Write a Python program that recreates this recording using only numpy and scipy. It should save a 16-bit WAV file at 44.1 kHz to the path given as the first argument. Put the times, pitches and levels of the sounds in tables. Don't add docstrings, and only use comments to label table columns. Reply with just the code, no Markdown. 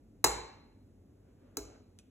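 import sys
import numpy as np
from scipy import signal
from scipy.fft import rfft, irfft, next_fast_len
from scipy.io import wavfile
from scipy.ndimage import uniform_filter1d, map_coordinates

SR = 44100
rng = np.random.default_rng(int(sys.argv[2]) if len(sys.argv) > 2 else 0)


def file_out(sig):
    cols = np.atleast_2d(sig).T
    lim = np.clip(cols, -1, 1)
    pcm = np.round(lim * 32767).astype(np.int16)
    wavfile.write(sys.argv[1], SR, pcm)


N = 92610


def amp(db):
    return 10 ** (np.asarray(db) / 20)


def unit(x):
    return x / np.sqrt(np.mean(x ** 2) + 1e-20)


def along(points, hz):
    point_hz, value = np.transpose(points)
    return np.interp(np.log(hz + 1), np.log(point_hz + 1), value)


def since(start_s):
    return np.maximum(np.arange(N) / SR - start_s, 0)


def swell(t, rise_s):
    return 1 - np.exp(-t / rise_s)


def fade(t, t60_s):
    return np.exp(-np.log(1000) * t / t60_s)


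def wobble(knots_per_s, knots=400):
    return map_coordinates(rng.standard_normal(size=knots), [since(0) * knots_per_s])


def filtered(x, response):
    size = next_fast_len(N + SR // 2)
    hz = np.fft.rfftfreq(size, 1 / SR)
    return irfft(rfft(x, size) * response(hz), size)[..., :N]


def coloured(x, points):
    size = 2 * next_fast_len(N)
    hz = np.fft.rfftfreq(size, 1 / SR)
    cepstrum = irfft(np.log(amp(along(points, hz))))
    cepstrum[1:size // 2] *= 2
    cepstrum[size // 2 + 1:] = 0
    return irfft(rfft(x, size) * np.exp(rfft(cepstrum)))[..., :N]


# frequency in Hz, correlation from 0 to 1.
CHANNEL_LIKENESS = [(100, 0.95), (350, 1), (650, 0.12), (1500, 0.66), (3000, 0.35), (4000, 0.61), (4600, 1),
                    (15000, 1)]


def diffuse():
    def mid_side_gain(hz):
        angle = np.arccos(np.clip(along(CHANNEL_LIKENESS, hz), -1, 1)) / 2
        return np.array([np.cos(angle), np.sin(angle)])

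    mid, side = filtered(rng.standard_normal((2, N)), mid_side_gain)
    return np.array([mid + side, mid - side])


def burst(envelope, count=6):
    x = envelope * rng.standard_normal(N)
    for _ in range(count):
        spectrum = rfft(x)
        x = irfft(spectrum / (abs(spectrum) + 1e-12), N)
        local_rms = np.sqrt(abs(uniform_filter1d(x * x, size=64)) + 1e-12)
        x = envelope * x / local_rms
    return x


WANDER_KNOTS_PER_S = 29


def ring(modes, t, wander_rad, attack_s=0, rise_cycles=0):
    total = 0
    for k, (hz, db, t60_s) in enumerate(modes):
        envelope = swell(t, attack_s + rise_cycles / hz) * fade(t, t60_s)
        phase = 2 * np.pi * hz * t + wander_rad * wobble(WANDER_KNOTS_PER_S)
        total = total + (-1) ** k * amp(db) * envelope * np.sin(phase)
    return total


# frequency in Hz, relative density in dB.
RUMBLE_SPECTRUM = [(15, -23), (30, -15), (48, 3), (64, -9), (92, 3), (125, -6), (161, -10.5), (220, -4),
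                   (280, -3), (330, -10.5), (430, -13), (650, -21), (1000, -32.5), (1400, -35.5),
                   (1800, -37.5), (2400, -39), (3200, -42.5), (6000, -42.5), (7400, -41), (10000, -45.5),
                   (14000, -46), (16000, -60.5)]
RUMBLE_DB, WAVER_DB, WAVER_KNOTS_PER_S, WAVER_BELOW_HZ = -60.5, 0.9, 8.3, 830


def room_tone():
    noise = unit(filtered(diffuse(), lambda hz: amp(along(RUMBLE_SPECTRUM, hz))))
    low = filtered(noise, lambda hz: 1 / (1 + (hz / WAVER_BELOW_HZ) ** 2))
    waver_gain = amp(WAVER_DB * wobble(WAVER_KNOTS_PER_S, knots=200))
    return amp(RUMBLE_DB) * (noise + low * (waver_gain - 1))


# time in seconds, level in dB.
RUSTLE_LEVEL = [(1.0, -90.5), (1.25, -77), (1.5, -68.5), (1.64, -69.5), (1.75, -62.5), (1.81, -75),
                (1.9, -88)]
# frequency in Hz, relative density in dB.
RUSTLE_SPECTRUM = [(100, -20), (330, 6.5), (560, 8), (800, -4), (1550, -5.5), (2000, -12), (2600, -13),
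                   (3500, -19), (8000, -29.5), (16000, -49.5)]
RUSTLE_WAVER_DB, RUSTLE_KNOTS_PER_S = 2.5, 20


def rustle():
    level_db = np.interp(since(0), *np.transpose(RUSTLE_LEVEL))
    level_db = level_db + RUSTLE_WAVER_DB * wobble(RUSTLE_KNOTS_PER_S)
    noise = unit(filtered(diffuse(), lambda hz: amp(along(RUSTLE_SPECTRUM, hz))))
    return amp(level_db) * noise


# delay in seconds, level in dB.
WALL_ECHOES = [(.0105, -12.5), (.0195, -11), (.029, -14)]
WALLS_DULL_HZ = 3500


def walls(x):
    def response(hz):
        echoes = sum(amp(db) * np.exp(-2j * np.pi * hz * delay_s) for delay_s, db in WALL_ECHOES)
        return echoes / (1 + 1j * hz / WALLS_DULL_HZ)

    return filtered(x, response)


# frequency in Hz, t60 in seconds.
KITCHEN_T60 = [(100, 0.83), (400, 0.72), (1000, 0.67), (2500, 0.71), (4500, 0.63), (7000, 0.3859),
               (10000, 0.3338), (15000, 0.14)]
# frequency in Hz, level in dB.
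KITCHEN_COLOUR = [(60, -0.5), (250, 0.5), (700, 4), (1500, -3), (3000, 0), (5000, -12), (7500, -5),
                  (11000, -12.5), (15000, -9.5)]
KITCHEN_ONSET_S = 0.0026


def kitchen(x):
    hz, t, spectrum = signal.stft(diffuse(), SR, nperseg=256)
    t60_s = along(KITCHEN_T60, hz)[:, None]
    equal_energy = np.sqrt(2 * np.log(1000) / (t60_s * SR))
    decaying = spectrum * fade(t, t60_s) * equal_energy
    tail = signal.istft(decaying, SR, nperseg=256)[1][:, :N]
    tail = tail * (1 - np.exp(-(since(0) / KITCHEN_ONSET_S) ** 2))
    return coloured(signal.fftconvolve(x[None], tail, axes=1)[:, :N], KITCHEN_COLOUR)


KNOCK_WANDER_RAD = 0.073

# start in seconds, level in dB, snap t60 in seconds.
SHELL_TICKS = [(1.5695, -45, 0.005), (1.9883, -48, 0.019), (1.995, -62.5, 0.078)]
# frequency in Hz, level in dB.
SNAP_COLOUR = [(300, -3), (1000, -14), (1500, 1), (2100, -7), (2550, 7), (2850, 1.5), (3500, 3.5),
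               (5200, 0), (6000, 4.5), (6600, 0.5), (7500, 4), (9000, 0.5), (10200, 1.5), (11200, -10),
               (16000, -20)]
# frequency in Hz, level in dB before halving, t60 in seconds.
SHELL_MODES = [(1534, -12.5, 0.027), (2540, -7, 0.054), (5950, -6, .035)]
SNAP_RISE_S, PING_RISE_S, TICK_WET_DB = 0.00017, 0.0006, -6.5


def shell_ticks():
    snaps, pings = 0, 0
    for start_s, db, t60_s in SHELL_TICKS:
        t = since(start_s)
        snaps = snaps + amp(db) * burst(swell(t, SNAP_RISE_S) * fade(t, t60_s))
        pings = pings + amp(db) * ring(SHELL_MODES, t, KNOCK_WANDER_RAD, attack_s=PING_RISE_S)
    ticks = coloured(snaps, SNAP_COLOUR) + pings / 2
    return ticks + amp(TICK_WET_DB) * kitchen(ticks)


# frequency in Hz, level in dB.
CRUNCH_COLOUR = [(40, -12), (110, -3), (190, -11.5), (400, -2.5), (560, -5.5), (1000, -8), (2000, -5.5),
                 (3400, -13.5), (4050, 3), (4700, 1.5), (5700, 0), (7200, 5), (9000, -7.5), (11000, -7.5),
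                 (15500, -16), (16600, -29.5)]
# frequency in Hz, level in dB.
CRACK_COLOUR = [(100, -14.5), (500, -4.5), (1000, 8), (1700, 3.5), (3000, -5), (5000, -4.5), (7500, -0.5),
                (10500, 2.5), (13000, 0), (16500, -7)]
CRUNCH_RISE_S, CRUNCH_T60_S, CRACK_RISE_S, CRACK_T60_S = 0.001, 0.018, 0.0006, 0.007


def shell_contact(start_s, crunch_db, hold_s, crack_db):
    t = since(start_s)
    crushing = swell(t, CRUNCH_RISE_S) * fade(since(start_s + hold_s), CRUNCH_T60_S) / 2
    cracking = swell(t, CRACK_RISE_S) * fade(t, CRACK_T60_S)
    crunch = amp(crunch_db) * coloured(burst(crushing), CRUNCH_COLOUR)
    crack = amp(crack_db) * coloured(burst(cracking), CRACK_COLOUR)
    return crunch + crack


# frequency in Hz, level in dB, t60 in seconds.
KNOCK_MODES = [(369.2, -2.5, 0.078), (438, 3.5, 0.063), (481, 4.5, .045), (665.5, -1, .07), (807, 2, 0.035),
               (914, -1.5, 0.082), (1149, 0.5, .04), (1340, -2, .04), (1649, 0, 0.054), (2022, -7, 0.055),
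               (2561, -3.5, 0.053), (3960, 8.5, .026)]
# frequency in Hz, level in dB, t60 in seconds.
THUMP_MODES = [(272, -1, .11), (306.5, -3.5, .11), (414, -1, 0.19), (700, -9, .09)]


def bowl_knock(t, knock_db, thump_db):
    knock = amp(knock_db) * ring(KNOCK_MODES, t, KNOCK_WANDER_RAD, rise_cycles=0.86)
    thump = amp(thump_db) * ring(THUMP_MODES, t, KNOCK_WANDER_RAD, rise_cycles=1.3)
    return knock + thump


# frequency in Hz, level in dB, t60 in seconds before the tap's factor.
STEEL_MODES = [(436, -7.5, 0.34), (662, -2, .45), (814, -5.5, 0.31), (893, -9.5, 0.64), (1078, -7, 0.33),
               (1157, -7.5, .4), (1390, -13, 0.76), (2187, -14.5, 0.85), (3990, 3.5, 0.48), (4090, 0, 0.7),
               (6420, -2.5, 0.36), (6850, -1, 0.41), (7080, -3, 0.38), (7020, 1.5, 0.23), (7410, -3, 0.34),
               (7550, -2, .3), (7800, -1.5, 0.4), (9400, -12, .19)]
STEEL_ATTACK_S, STEEL_WANDER_RAD = 0.00089, 1.6


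def steel_ring(t, ring_db, length_factor):
    scaled = [(hz, db, t60_s * length_factor) for hz, db, t60_s in STEEL_MODES]
    return amp(ring_db) * ring(scaled, t, STEEL_WANDER_RAD, attack_s=STEEL_ATTACK_S) / 2


# frequency in Hz, level in dB, t60 in seconds.
BOOM_MODES = [(55, 2, 0.51), (70, -9.5, .16)]
BOOM_DELAY_S, BOOM_RISE_S = 0.010, 0.018


def low_boom(start_s, boom_db):
    return amp(boom_db) * ring(BOOM_MODES, since(start_s + BOOM_DELAY_S), 0, attack_s=BOOM_RISE_S)


# start in seconds, crunch level in dB before halving, crunch hold in seconds,
# crack, knock and thump levels in dB, ring level in dB before halving, ring length factor,
# boom level in dB, then colour in dB at each tap colour frequency.
RIM_TAPS = [(.2420, -8.5, .006, -6, -28, -34.5, -37.5, 1, -37.5, 3.5, 2, 1, 1.65, -1.5, -1, 0.5, 1, 0, 2, 0.0056),
            (1.57, -19, 0.00198, -19.5, -42.5, -38, -42.5, 0.35, -45, 2.4, 3, 0.3, -7, -8.5, -10, -6, 0.65, 1.5, -7, 2.3)]
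TAP_COLOUR_HZ = [100, 300, 480, 900, 1700, 2700, 4000, 5200, 6700, 8000, 13000]
# frequency in Hz, left over right in dB.
TAP_BALANCE = [(200, 1), (500, 0), (800, -1), (2000, -0.5), (5000, 1), (15000, -1.24)]
KNOCK_WET_DB, STEEL_WET_DB = -9, -7.5


def bowl_taps():
    taps = np.zeros((2, N))
    for row in RIM_TAPS:
        start_s, crunch_db, hold_s, crack_db, knock_db, thump_db, ring_db, ring_length, boom_db = row[:9]
        t = since(start_s)
        parts = [shell_contact(start_s, crunch_db, hold_s, crack_db),
                 bowl_knock(t, knock_db, thump_db),
                 steel_ring(t, ring_db, ring_length)]
        tap_colour = list(zip(TAP_COLOUR_HZ, row[9:]))
        contact, knock, steel = coloured(np.array(parts), tap_colour)
        send = contact + amp(KNOCK_WET_DB) * knock + amp(STEEL_WET_DB) * steel
        room = walls(contact) + kitchen(send)
        taps += contact + knock + steel + low_boom(start_s, boom_db) + room
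    half_each = np.array([[0.5], [-0.5]])
    return filtered(taps, lambda hz: amp(along(TAP_BALANCE, hz) * half_each))


def scene():
    return room_tone() + rustle() + shell_ticks() + bowl_taps()


# frequency in Hz, lead of the left in radians.
LEFT_LEAD = [(30, 0), (200, -.2), (550, -.65), (1400, -.25), (2000, .4), (3500, 1.6), (4100, 2.1),
             (4700, 3.14), (5700, 4.7), (6750, 6.28), (7800, 7.7), (8950, 9.42), (11150, 12.57),
             (13100, 15.71), (15000, 18.85)]
CEILING, LOW_CUT_HZ, TOP_HZ = 0.6, 40, 16100


def record(dry):
    half_each = np.array([[0.5], [-0.5]])
    wide = filtered(dry, lambda hz: np.exp(1j * along(LEFT_LEAD, hz) * half_each))
    rounded = wide / (1 + (wide / CEILING) ** 4) ** (1 / 4)
    low_cut = signal.butter(3, LOW_CUT_HZ, "high", fs=SR, output="sos")
    return filtered(signal.sosfilt(low_cut, rounded), lambda hz: 1 / (1 + (hz / TOP_HZ) ** 100))


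dry = scene()
out = record(dry)
file_out(out)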